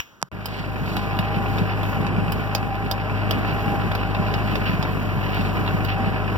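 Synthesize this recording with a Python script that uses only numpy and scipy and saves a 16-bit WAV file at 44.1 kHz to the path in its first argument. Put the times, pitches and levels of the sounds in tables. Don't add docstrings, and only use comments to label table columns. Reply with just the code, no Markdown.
import sys
import numpy as np
from scipy import signal
from scipy.fft import rfft, irfft
from scipy.io import wavfile

SR = 44100
rng = np.random.default_rng(int(sys.argv[2]) if len(sys.argv) > 2 else 0)


def transcribe(u):
    v = np.clip(np.atleast_2d(u).T, -1, 1)
    q = np.round(v * 32767).astype(np.int16)
    wavfile.write(sys.argv[1], SR, q)


N = 280917
T = np.arange(N) / SR
FREQS = np.maximum(np.arange(N // 2 + 1) * SR / N, 1)
SHOP_END_S, CAB_START_S = .287, .316

# time_s, firing_hz
REVS = [(0.3, 51.2), (0.8, 51.1), (1.3, 51.5), (1.75, 51.0), (2.5, 51.8), (3.0, 51.0), (3.55, 51.55),
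        (4.0, 51.3), (4.45, 51.55), (4.8, 50.4), (5.05, 50.0), (5.45, 50.1), (5.75, 51.1), (6.02, 50.4),
        (6.37, 51.2)]
# time_s, effort_db
EFFORT = [(0.7, -0.5), (1.55, -0.5), (2.05, 0), (2.5, -1.5), (2.7, -3.5), (3.05, -2), (3.35, 0.5),
          (3.6, 0.5), (4.05, -0.6), (4.4, 0.85), (4.95, -1.5), (5.3, 0), (5.55, 0.5), (5.9, -0.5),
          (6.37, 0)]
# multiple_of_firing_rate, level_db, left_minus_right_db
BOOM_TONES = [(1, -7, 0), (2, -0.5, 4.5), (3, -10, -4), (4, -14, -3), (5, -18, -2), (6, -20, -1),
              (8, -20, 0), (12, -21, 0)]
CYLINDERS_DB = [-4, -6, 0, -4, -4, -12]
# pitch_hz, width_hz, boost_db
PANELS = [(419, 33, 5.5), (625, 27, 6), (780, 41, -1), (891, 7, 17), (994, 57, 10), (1218, 22, -7),
          (1440, 18, 3)]
# multiple_of_pitch, level_db, share_of_swell
PUMP_TONES = [(.777, -13, 0.74), (.951, -6, 0.19), (1, 0, 1), (1.262, -12.5, 0.13)]
# time_s, swell_db
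PUMP_LOAD = [(0.6, -6.5), (1.45, 3), (1.8, -3), (2.1, 1), (2.35, -5), (2.85, 6), (3.15, -5.5), (3.6, 3),
             (4.3, 1.5), (5.0, -15), (5.45, -3), (5.65, -5), (5.95, 3.5), (6.37, -3.5)]
# time_s, level_db
BUMPS = [(0.596, -19), (0.814, -14.5), (1.192, -14.5), (1.367, -14), (1.613, -16.5), (2.002, -21),
         (2.183, -12.5), (2.288, -23), (3.674, -18.5), (3.736, -22), (4.197, -19.5), (4.695, -17),
         (4.739, -16.5), (4.793, -17), (5.167, -18), (5.396, -18), (5.742, -16.5), (6.073, -15.5)]
# pitch_hz, level_db, fade_s (time to fall by 60 dB)
BODY_NOTES = [(137, -13.5, 0.084), (165, 1.5, 0.065), (179, -3, 0.075), (233, -17.5, 0.1)]
# start_s, clack_db, click_db, treble_db, pitch_hz
KNOCKS = [(0.4566, -26.5, -30, -27, 3130), (0.967, -27, -41.5, -39.5, 2950),
          (1.189, -28, -43.5, -39.5, 2930), (1.583, -33.5, -45, -56, 2600), (1.831, -33.5, -55, -47, 2680),
          (2.066, -35, -48, -63, 2600), (2.321, -32.5, -42, -34, 3060), (2.5494, -25, -28, -35.5, 2560),
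          (2.912, -28.5, -30.5, -32.5, 3690), (3.3091, -25, -34.5, -35, 3420), (3.916, -31, -51, -49, 2800),
          (3.951, -31, -43, -44, 2780), (4.147, -33, -49, -62, 2730), (4.339, -29, -40.5, -51, 2930),
          (4.555, -27, -41, -54, 2780), (4.8267, -29.5, -40.5, -63, 3730), (5.345, -40, -51, -46, 2760),
          (5.663, -36, -63, -73, 2680), (5.677, -29.5, -60, -60, 2820), (5.848, -35.5, -45, -43, 2950)]
# clack_db, click_db, treble_db, pitch_hz
TICK = (-42.5, -61, -55, 2750)
# pitch_hz, level_db, fade_s
KNOCK_NOTES = [(3723, -8, 0.07), (4940, 6, 0.025), (5280, 4, 0.02), (11000, -4, .07), (11480, -1, 0.07)]
# middle_s, length_s, level_db
TWIGS = [(0.552, 0.22, -39), (0.94, 0.28, -42), (1.572, 0.14, -48), (4.397, 1, -52), (5.43, 0.18, -44)]
# time_s, level_db
LITTER = [(0.7, -59), (0.9, -53), (1.1, -59.5), (1.35, -62), (1.55, -54), (1.75, -64), (1.9, -51),
          (2.1, -70), (2.4, -58.5), (2.7, -63), (3.2, -64), (3.6, -55), (4.0, -63), (4.5, -57), (4.9, -58),
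          (5.7, -55.5), (6.1, -66), (6.37, -58)]
# start_s, level_db
CLICKS = [(0.2164, -21), (0.227, -0.5)]

# pitch_hz, level_db
CLATTER_COLOUR = [(250, -12.5), (500, 0), (700, 3), (880, -2), (1100, 1.5), (1400, 0), (1750, -0.3),
                  (2200, -5), (2900, -8), (3500, -21), (5000, -18.5), (6500, -44), (16000, -62)]
TAPPET_COLOUR = [(1500, -65), (2300, 5), (2850, 0.5), (3150, -9.5), (3600, -13.5), (5000, -34), (6500, -53)]
KNOCK_COLOURS = [
    [(150, -24), (600, 9.5), (1500, 2.5), (2100, -0.5), (3200, 3.5), (4000, 0.5), (5500, -35)],
    [(3300, -17.5), (4500, 2), (5200, 6), (6100, 0), (8000, -15.5)],
    [(5500, -20.5), (7600, -1), (9000, -4.5), (12000, 3), (15500, 2.5)],
]
RUMBLE_COLOUR = [(25, -40), (45, -27), (80, -5), (125, -1.5), (185, 2), (250, -4), (350, -7), (440, -8),
                 (520, -17), (900, -49)]
RATTLE_COLOUR = [(800, -16), (2000, -1), (2850, -1), (3600, -13.5), (4300, -13), (5100, -18), (6200, -36),
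                 (8200, -64), (15000, -26)]
TWIG_COLOUR = [(1800, -25), (2900, 4), (3700, 3), (4400, 5), (5300, -4), (6500, -16), (8000, -14.5),
               (14000, -25)]
LITTER_COLOUR = [(4000, 1), (6500, 3), (8500, -14), (10500, -3.5), (12500, 4.5), (15500, 5.5)]
TAP_COLOUR = [(150, -34), (600, -8), (1500, 1), (3100, 4.5), (4500, -14), (5900, -3), (8000, -22),
              (10000, -33), (13000, -15), (15500, -7.5)]
CLICK_COLOUR = [(60, -37), (130, 4), (170, 7), (230, 0), (400, -4.5), (950, 7), (1900, -2), (3500, -12),
                (5300, -3.5), (8000, -11.5), (12000, -20), (15500, -40.5)]
AIR_COLOUR = [(30, -17), (150, -7), (700, -17), (1500, -11.5), (2300, -31), (5500, -33), (9000, -46),
              (15500, -37)]

# pitch_hz, likeness (0 to 1)
LIKENESS = [(60, 0.96), (150, 0.5), (430, 0.38), (650, 0.7), (1050, 1), (1350, 0.73), (1600, .65),
            (2200, 1), (3800, 0.75), (5500, 1), (15000, 0.96)]
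# pitch_hz, lag_radians
LEFT_LAG = [(0, 0), (50, .05), (100, 1.1), (154, 1.5), (330, 1.0), (620, .15), (1080, 0), (1300, .45),
            (1550, 1.6), (1850, 2.7), (2200, 3.4), (16500, 14 * np.pi)]


def boom(firing_count, level_db, waver_db=1.2, uneven_radians=.032):
    out = 0
    for multiple, tone_db, pan_db in BOOM_TONES:
        tone = np.sqrt(2) * np.sin(multiple * (2 * np.pi * firing_count + uneven_radians * wander(32)))
        sides_db = np.array([[pan_db], [-pan_db]]) / 2
        out = out + tone * gain(level_db + tone_db + waver_db * wander(4.3) + sides_db)
    return out


def clatter(firing_count, level_db, repeat=.59):
    panels = 1 + sum(gain(db) / (1 + ((FREQS - hz) / (width / 2)) ** 2) for hz, width, db in PANELS)
    loudness = (1 + .8 * pulses(firing_count, onset=.78, decay=.4)) * surge(30, spread_db=.6)
    cylinders = len(CYLINDERS_DB)
    samples = int(cylinders * N / firing_count[-1])
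    positions = np.arange(samples) * cylinders / samples
    hits = np.array([np.interp(firing_count, positions, pattern, period=cylinders)
                     for pattern in rng.standard_normal((3, samples))])
    return noise(colour(CLATTER_COLOUR) * np.sqrt(panels), loudness, repeat * hits) * gain(level_db)


def tappets(firing_count, level_db):
    return noise(colour(TAPPET_COLOUR), pulses(firing_count, onset=.8, decay=.8)) * gain(level_db)


def pulses(firing_count, onset, decay):
    count, progress = np.divmod(firing_count - onset, 1)
    return gain(CYLINDERS_DB)[count.astype(int) % len(CYLINDERS_DB)] * np.exp(-progress / decay)


def pump(firing_hz, pitch_ratio=15.5, level_db=-37, waver_db=3):
    out, swell_db = 0, over_time(PUMP_LOAD)
    for multiple, tone_db, share in PUMP_TONES:
        pitch_hz = firing_hz * pitch_ratio * multiple * (1 + .01 * wander(30))
        tone = np.sqrt(2) * np.sin(2 * np.pi * np.cumsum(pitch_hz) / SR)
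        out = out + tone * gain(level_db + tone_db + share * swell_db + waver_db * wander(20))
    return out


def bumps(rise_s=.0073, boost_db=2):
    out, t = np.zeros(N), T[:SR // 5]
    for time_s, db in BUMPS:
        thud = ring(BODY_NOTES, t, detune=.055) * (1 - np.exp(-(t / rise_s) ** 2))
        add(out, time_s - rise_s / 2, gain(db + boost_db) * thud / np.abs(thud).max())
    return out


def knocks(echo_s=.013, ring_db=-9, boost_db=2.5):
    out, t = np.zeros((2, N)), T[:SR // 6]
    filters = [impulse(points) for points in KNOCK_COLOURS]
    for start_s, *levels_db, pitch_hz in KNOCKS + random_ticks():
        direct = rng.standard_normal(len(t)) * (np.exp(-t / .002) + .7 * np.exp(-t / .007))
        contact = direct + .39 * rng.standard_normal((2, len(t))) * np.exp(-t / echo_s)
        notes = ring([(pitch_hz, 9, .028)] + KNOCK_NOTES, t, detune=.01)
        ringing = signal.fftconvolve(contact, [notes / np.linalg.norm(notes)])[:, :len(t)]
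        knock = contact + gain(ring_db) * ringing
        for shape, db in zip(filters, levels_db):
            part = signal.fftconvolve(knock, [shape])
            add(out, start_s, gain(db + boost_db) * part / np.std(part[:, :SR // 80]))
    return out


def random_ticks(per_s=2.5, spread_db=1.5):
    *levels_db, pitch_hz = TICK
    chance = rng.random((64, 3))
    times = CAB_START_S + np.cumsum(.2 + 1.6 * chance[:, 0]) / per_s
    return [(start_s, *(np.array(levels_db) + spread_db * size), pitch_hz * (1 + .1 * tuning))
            for start_s, (size, tuning) in zip(times, 2 * chance[:, 1:] - 1) if start_s < T[-1]]


def rumble(level_db):
    return noise(colour(RUMBLE_COLOUR), surge(10, spread_db=1.6)) * gain(level_db)


def rattle(level_db):
    shaking = tiny_hits(per_s=300, spread_db=1, decay_s=.0086) * surge(8, spread_db=5.7)
    return noise(colour(RATTLE_COLOUR), shaking) * gain(level_db)


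def twigs():
    passing = sum(gain(db) * np.exp(-(2 * (T - middle_s) / length_s) ** 2)
                  for middle_s, length_s, db in TWIGS)
    return noise(colour(TWIG_COLOUR), tiny_hits(per_s=1400, spread_db=3.5, decay_s=.0042)) * passing


def litter(boost_db=8):
    snaps = tiny_hits(per_s=1700, spread_db=3, decay_s=.0035)
    return noise(colour(LITTER_COLOUR), snaps) * gain(over_time(LITTER) + boost_db)


def workshop_tap(time_s=.0028, level_db=-21):
    strike = np.exp(-np.abs(T - time_s) / .0015)
    echoes = .38 * np.exp(-T / .012) + .06 * np.exp(-T / .095)
    tap = noise(colour(TAP_COLOUR), strike + echoes)
    return tap * gain(level_db) / np.std(tap[:, :SR // 200])


def workshop_clicks():
    clicks, shape = np.zeros(N), impulse(CLICK_COLOUR)
    for start_s, db in CLICKS:
        add(clicks, start_s, gain(db) * shape / np.abs(shape).max())
    smeared = irfft(rfft(clicks) * np.exp(-.3j * np.sqrt(FREQS)), N)
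    return smeared * gain([[-2.2], [2.2]])


def workshop_air(level_db=-53):
    return noise(colour(AIR_COLOUR)) * gain(level_db)


def noise(strengths, loudness=1, pattern=0):
    alike = np.clip(over_pitch(LIKENESS), 0, 1)
    shared, *own = rfft((rng.standard_normal((3, N)) + pattern) * loudness)
    sides = np.sqrt(alike) * shared + np.sqrt(1 - alike) * np.array(own)
    return normalise(irfft(strengths * sides, N))


def tiny_hits(per_s, spread_db, decay_s):
    chance, size = rng.random(N), np.minimum(rng.exponential(size=N), 4)
    energy = (chance < per_s / SR) * gain(spread_db * size) ** 2
    fading = signal.lfilter([1], [1, -np.exp(-2 / (decay_s * SR))], energy + 1e-18)
    return normalise(np.sqrt(fading))


def ring(notes, t, detune):
    return sum(gain(db - 60 * t / fade_s)
               * np.sin(2 * np.pi * hz * (1 + detune * rng.standard_normal()) * t)
               for hz, db, fade_s in notes)


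def impulse(points, size=2048):
    freqs = np.maximum(np.arange(size // 2 + 1) * SR / size, 1)
    cepstrum = irfft(np.log(colour(points, freqs)))
    cepstrum[1:size // 2] *= 2
    cepstrum[size // 2 + 1:] = 0
    return irfft(np.exp(rfft(cepstrum)))


def wander(speed_hz):
    return normalise(irfft(rfft(rng.standard_normal(N)) * np.exp(-(FREQS / speed_hz) ** 2), N))


def surge(speed_hz, spread_db):
    return gain(spread_db * wander(speed_hz))


def colour(points, freqs=FREQS):
    return gain(over_pitch(points, freqs))


def over_pitch(points, freqs=FREQS):
    hz, value = np.transpose(points)
    return np.interp(np.log(freqs), np.log(hz), value)


def over_time(points):
    return np.interp(T, *np.transpose(points))


def gain(db):
    return 10 ** (np.asarray(db) / 20)


def normalise(x):
    return x / np.sqrt(np.mean(x ** 2))


def add(track, start_s, sound):
    i = max(int(start_s * SR), 0)
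    track[..., i:i + sound.shape[-1]] += sound[..., :N - i]


def scene():
    workshop = workshop_tap() + workshop_clicks() + workshop_air()
    firing_hz, effort_db = over_time(REVS), over_time(EFFORT)
    firing_count = np.cumsum(firing_hz) / SR
    engine = boom(firing_count, -27 + .93 * effort_db) + clatter(firing_count, -30 + effort_db)
    around = engine + pump(firing_hz) + rumble(-27.5 + .91 * effort_db)
    bright = rattle(-40.5 + 1.4 * effort_db) + litter()
    thuds = bumps()
    bright += tappets(firing_count, -41 + effort_db) + twigs() + knocks()
    cab = around + thuds + bright * gain([[-1.1], [1.1]])
    fade_in = np.interp(T, [CAB_START_S, CAB_START_S + .85], [.33, 1], left=0)
    return workshop * (T < SHOP_END_S) + cab * fade_in


def record(dry, ceiling=.8, top_hz=15800):
    lag = np.interp(FREQS, *np.transpose(LEFT_LAG))
    sides = np.array([irfft(rfft(dry[0]) * np.exp(-1j * lag), N), dry[1]])
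    rounded = sides / (1 + (sides / ceiling) ** 6) ** (1 / 6)
    return signal.sosfilt(signal.ellip(10, .2, 80, top_hz, fs=SR, output="sos"), rounded)


dry = scene()
out = record(dry)
transcribe(out)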